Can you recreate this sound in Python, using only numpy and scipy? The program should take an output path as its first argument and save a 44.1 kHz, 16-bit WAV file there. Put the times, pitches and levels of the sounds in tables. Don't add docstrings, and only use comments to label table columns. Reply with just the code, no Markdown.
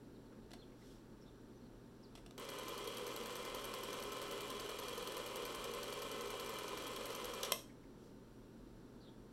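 import sys
import numpy as np
from scipy import signal
from scipy.fft import rfft, irfft
from scipy.io import wavfile
from scipy.ndimage import uniform_filter1d

SR = 44100
rng = np.random.default_rng(int(sys.argv[2]) if len(sys.argv) > 2 else 0)


def store_wav(level_fs):
    pcm = np.round(np.clip(np.atleast_2d(level_fs), -1, 1) * 32767)
    wavfile.write(sys.argv[1], SR, pcm.T.astype(np.int16))


N = 411012
TIME = np.arange(N) / SR
START_S, STOP_S = 2.3785, 7.523
# f/Hz, width/Hz, boost/dB
HOUSING_AND_MIC_PEAKS = [(405.6, 38.6, 9.5), (480, 68, 9.5), (567, 45, 7), (1033, 120, 9.5), (1307, 99, 6),
                         (1512, 64, 7), (1764, 150, 8.5), (2045, 150, 8), (2347, 47, 9), (2413, 69, 9),
                         (2994, 324, 7.5), (3280, 143, 9.5), (3950, 72, 5.5), (4240, 280, 4),
                         (5540, 550, 4), (7670, 260, 10), (9460, 1100, 5.5), (11700, 590, 12)]


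def amp(db):
    return 10 ** (np.asarray(db) / 20)


def unit(x):
    return x / np.sqrt(np.mean(x ** 2) + 1e-20)


def curve_at(points, hz):
    f, value = np.transpose(points)
    return np.interp(np.log(hz + 1), np.log(f + 1), value)


def add(mix, s, sound):
    part = mix[round(s * SR):][:len(sound)]
    part += sound[:len(part)]


def ring(x, spectrum, peaks, size=16384):
    hz = np.fft.rfftfreq(size, 1 / SR)
    peaks_db = sum(boost / (1 + (2 * (hz - f) / width) ** 2) for f, width, boost in peaks)
    cepstrum = irfft(np.log(amp(curve_at(spectrum, hz) + peaks_db)))
    cepstrum[1:size // 2] *= 2
    cepstrum[size // 2 + 1:] = 0
    response = irfft(np.exp(rfft(cepstrum)))
    return signal.oaconvolve(x, response / np.linalg.norm(response))[:N]


def chatter(hits, rise_s):
    force, t = np.zeros(N), TIME[:SR // 10]
    for s, db, decay_s in hits:
        bounces = rng.choice([-1., 1.], len(t))
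        add(force, s, amp(db) * bounces * (1 - np.exp(-t / rise_s)) * np.exp(-t / decay_s))
    return force


def background(noise_db=-58.09):
    # f/Hz, relative level/dB
    noise_spectrum = [(20, -11), (32, -4), (44, -7.5), (70, -9), (100, -14), (170, -4.5), (270, -4.5),
                      (400, -3.5), (720, -20), (950, -20), (1550, -23), (2100, -32), (4200, -31),
                      (6600, -43), (15500, -44)]
    # f/Hz, width/Hz, boost/dB
    noise_peaks = [(43, 9.7, 11), (226.7, 20, 6.5), (266, 25.5, 5.5), (412, 32, -2.5), (5780, 460, 8.5),
                   (7440, 980, 8), (9640, 950, 6.5), (11800, 600, 6)]
    # f/Hz, rms level/dB
    hum_tones = [(120, -67.5), (899.5, -81.5)]
    hum = sum(amp(db) * np.sqrt(2) * np.sin(2 * np.pi * (hz * TIME + rng.random()))
              for hz, db in hum_tones)
    return amp(noise_db) * ring(rng.standard_normal(N), noise_spectrum, noise_peaks) + hum


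def bird():
    # t/s, length/s, first f/Hz, last f/Hz, relative level/dB, waver/share of the pitch
    chirps = [(.145, 0.031, 4750, 3500, -76, .01), (.252, .035, 4650, 3750, -81, .01),
              (0.583, 0.035, 4100, 4220, -69.5, .025), (0.613, 0.027, 3530, 3220, -68, .03),
              (1.21, 0.027, 5600, 5270, -73, .03), (1.254, .05, 3900, 3400, -73.5, 0.064),
              (1.553, .04, 6100, 5840, -80, .02), (1.61, 0.02, 4550, 3900, -79, .01),
              (1.652, 0.02, 4600, 3900, -78, .01), (2.024, 0.042, 5760, 3850, -70, 0.028),
              (8.999, 0.065, 4720, 3720, -71, 0.076), (9.048, 0.057, 3700, 3380, -70, 0.048)]
    out = np.zeros(N)
    for s, length, first_hz, last_hz, db, waver in chirps:
        count = int(length * SR)
        tremble = unit(uniform_filter1d(rng.standard_normal(count), size=50))
        hz = np.geomspace(first_hz, last_hz, count) * (1 + waver * tremble)
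        whistle = np.sin(2 * np.pi * np.cumsum(hz) / SR)
        add(out, s, amp(db) * unit(whistle * signal.windows.tukey(count, .5)))
    return out


def creaks(length_s=0.025, width_hz=220):
    # t/s, f/Hz, level/dB
    grip_creaks = [(0.316, 1250, -70), (.715, 2150, -77), (.808, 2020, -74), (7.688, 2200, -70.5),
                   (7.826, 2150, -76)]
    out, t = np.zeros(N), TIME[:int(length_s * SR)]
    for s, hz, db in grip_creaks:
        ringing = np.exp(-np.pi * width_hz * t) * np.sin(2 * np.pi * hz * t)
        slips = rng.standard_normal(len(t)) * np.hanning(len(t))
        add(out, s, amp(db) * unit(signal.fftconvolve(slips, ringing)[:len(t)]))
    return out


def fingers(grain_db=3):
    # t/s, level/dB, decay/s
    touches = [(.507, -52, .002), (.5152, -48, 0.0025), (.5335, -46.5, 0.0055), (2.152, -51, 0.008),
               (2.174, -58.5, 0.014), (2.262, -46, 0.0026), (2.309, -46.5, 0.0018), (2.3785, -59, 0.0046)]
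    # f/Hz, relative level/dB
    touch_spectrum = [(60, -13), (300, -10), (700, -1), (1500, -10), (2700, -12.5), (4000, -7), (6000, -16),
                      (10000, -17.5), (15000, -29)]
    # t/s, length/s, level/dB
    slides = [(0.703, 0.37, -71.5), (7.927, 0.25, -77)]
    # f/Hz, relative level/dB
    skin_spectrum = [(200, -17), (2000, -9), (4200, 5), (8000, -3), (15000, -9)]
    # f/Hz, width/Hz, boost/dB
    grip_and_mic_peaks = [(686, 51, 11), (1230, 130, 5), (2080, 340, 6), (2820, 300, 8), (3380, 460, 6.5),
                          (5630, 850, 7), (7600, 370, 8.5), (9350, 900, 4.5), (11600, 600, 6)]
    friction = np.zeros(N)
    for s, length, db in slides:
        slips, sizes = rng.standard_normal((2, int(length * SR)))
        add(friction, s, amp(db) * unit(slips * amp(grain_db * sizes)) * np.hanning(len(slips)))
    clicks = ring(chatter(touches, rise_s=0.00071), touch_spectrum, grip_and_mic_peaks)
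    return clicks + ring(friction, skin_spectrum, grip_and_mic_peaks)


def turn_starts(count=53, first_s=.1103, second_s=.096379, quicken_s=.0000527):
    lengths = np.append(first_s, second_s - quicken_s * np.arange(count - 1))
    return START_S + np.append(0, np.cumsum(lengths))


def slowness(s, run_up_s):
    return np.exp(-np.maximum(s - START_S, 0) / run_up_s)


def gears(teeth=150, grain_db=2.5, repeat_share=0.39, rub_db=-3, base_db=-49, load_db=2.5):
    # f/Hz, relative level/dB
    tooth_spectrum = [(60, -44), (150, -15.5), (300, -2.5), (520, 0.5), (700, -7.5), (1200, -2.5),
                      (1700, -16), (3000, -9.5), (5000, -16.5), (9800, -22.5), (10600, -27.5), (12500, -35),
                      (15700, -34)]
    starts = np.append(turn_starts(), STOP_S)
    running = (TIME > START_S) & (TIME < STOP_S)
    place, wear = rng.random(teeth), rng.standard_normal(teeth)
    pattern = np.zeros(N)
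    for s, length in zip(starts, np.diff(starts)):
        pattern[np.round((s + place * length) * SR).astype(int)] = wear
    pattern /= pattern[running].std()
    loose = rng.standard_normal(N) * amp(grain_db * rng.standard_normal(N))
    loose *= rng.random(N) < 2500 / SR
    knocks = np.sqrt(repeat_share) * pattern + np.sqrt(1 - repeat_share) * unit(loose)
    force = knocks + amp(rub_db) * rng.standard_normal(N)
    force /= force[running].std()
    turns = np.interp(TIME, starts, np.arange(len(starts)))
    effort_db = base_db - 3.5 * slowness(TIME, run_up_s=0.35)
    effort_db += load_db * (1 - turns % 1)
    return ring(running * amp(effort_db) * force, tooth_spectrum, HOUSING_AND_MIC_PEAKS)


def claw(catch_db=-41, release_db=-39.5, spread_db=2.5, catch_decay_s=0.0033, release_decay_s=0.0015):
    # t/s after the catch, level/dB relative to the catch, decay/s
    lever_knocks = [(.003, -9, 0.0028), (0.0225, -16, 0.0037), (.047, -11.5, 0.0056), (.0635, -11, .004),
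                    (0.0721, -10.5, 0.0034)]
    # f/Hz, relative level/dB
    catch_spectrum = [(60, -41), (500, -5), (1700, -8.5), (3000, -7.5), (3700, -4.5), (4500, 3), (5400, -6),
                      (6200, 3.5), (7200, -11), (9500, -5.5), (11300, -11.5), (12000, -4), (15000, -14)]
    # f/Hz, relative level/dB
    release_spectrum = [(60, -4), (1000, 2), (4000, -29), (6500, -14), (8600, 2), (10400, -11),
                        (11700, -4.5), (14400, -6), (15700, -7)]
    catches, releases = [], []
    for s in turn_starts()[:-1]:
        *knock_luck, catch_luck, release_luck = rng.standard_normal(len(lever_knocks) + 2)
        slow = slowness(s, run_up_s=0.11)
        db = catch_db - 5.5 * slow + .5 * catch_luck
        catches.append((s, db, catch_decay_s))
        for (lag_s, knock_db, decay_s), luck in zip(lever_knocks, knock_luck):
            catches.append((s + lag_s, db + knock_db + spread_db * luck, decay_s))
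        release_s = s + 0.011 + 0.0076 * slow ** 2
        releases.append((release_s, release_db + spread_db * release_luck, release_decay_s))
    catch_ticks = ring(chatter(catches, rise_s=0.00063), catch_spectrum, HOUSING_AND_MIC_PEAKS)
    release_ticks = ring(chatter(releases, rise_s=0.00088), release_spectrum, HOUSING_AND_MIC_PEAKS)
    return catch_ticks + release_ticks


def latch():
    # t/s, level/dB, decay/s
    blows = [(7.4305, -30.5, 0.0046), (7.4465, -40, 0.01), (7.5203, -16, 0.0018), (7.5915, -42, 0.0017)]
    # f/Hz, relative level/dB
    blow_spectrum = [(60, -49.5), (300, -29), (480, 7), (750, 1), (1100, -7), (1550, 2.5), (2400, -6),
                     (3200, 8), (4000, 4), (4900, -3), (5850, 5.5), (6900, -1.5), (10500, -4), (12000, -2),
                     (15500, -17)]
    # f/Hz, level/dB, 60 dB fade time/s
    frame_tones = [(463, -44.5, 0.15), (690, -39, 0.027), (1030, -33.5, 0.045), (2053, -41.5, 0.078),
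                   (3280, -32.5, .03), (11700, -32, 0.017)]
    out = ring(chatter(blows, rise_s=0.0011), blow_spectrum, peaks=[])
    t = TIME[:SR // 2]
    frame = sum(amp(db - 60 * t / fade_s) * np.sin(2 * np.pi * hz * t) for hz, db, fade_s in frame_tones)
    hardest_s = max(blows, key=lambda blow: blow[1])[0]
    add(out, hardest_s, frame)
    return out


def room(x, delay_s=0.0036, tails=3):
    # f/Hz, 60 dB fade time/s
    fade_times = [(200, 0.39), (1000, 0.31), (3200, 0.29), (6000, 0.36), (12000, 0.27)]
    out = np.zeros(N)
    for k in range(tails):
        hz, t, bands = signal.stft(rng.standard_normal(SR), SR, nperseg=256)
        fade = amp(-60 * t / curve_at(fade_times, hz)[:, None])
        tail = signal.istft(bands * fade, SR, nperseg=256)[1]
        tail[:int(delay_s * SR)] = 0
        crossfade = np.sqrt(2 / tails) * np.cos(np.pi * (TIME + k / tails))
        out += signal.oaconvolve(x * crossfade, tail / np.linalg.norm(tail))[:N]
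    return out


def scene(bird_db=-2, motor_echo_db=-9, click_echo_db=-7.5, bird_echo_db=-7):
    motor = gears() + claw()
    clicks = latch() + fingers() + creaks()
    song = bird()
    echo = room(amp(motor_echo_db) * motor + amp(click_echo_db) * clicks + amp(bird_echo_db) * song)
    return (motor + clicks + amp(bird_db) * song + echo + background())[None]


def record(dry):
    low_pass = signal.firwin(511, 15950, window=("kaiser", 9), fs=SR)
    return signal.oaconvolve(dry, low_pass[None], "same")


dry = scene()
out = record(dry)
store_wav(out)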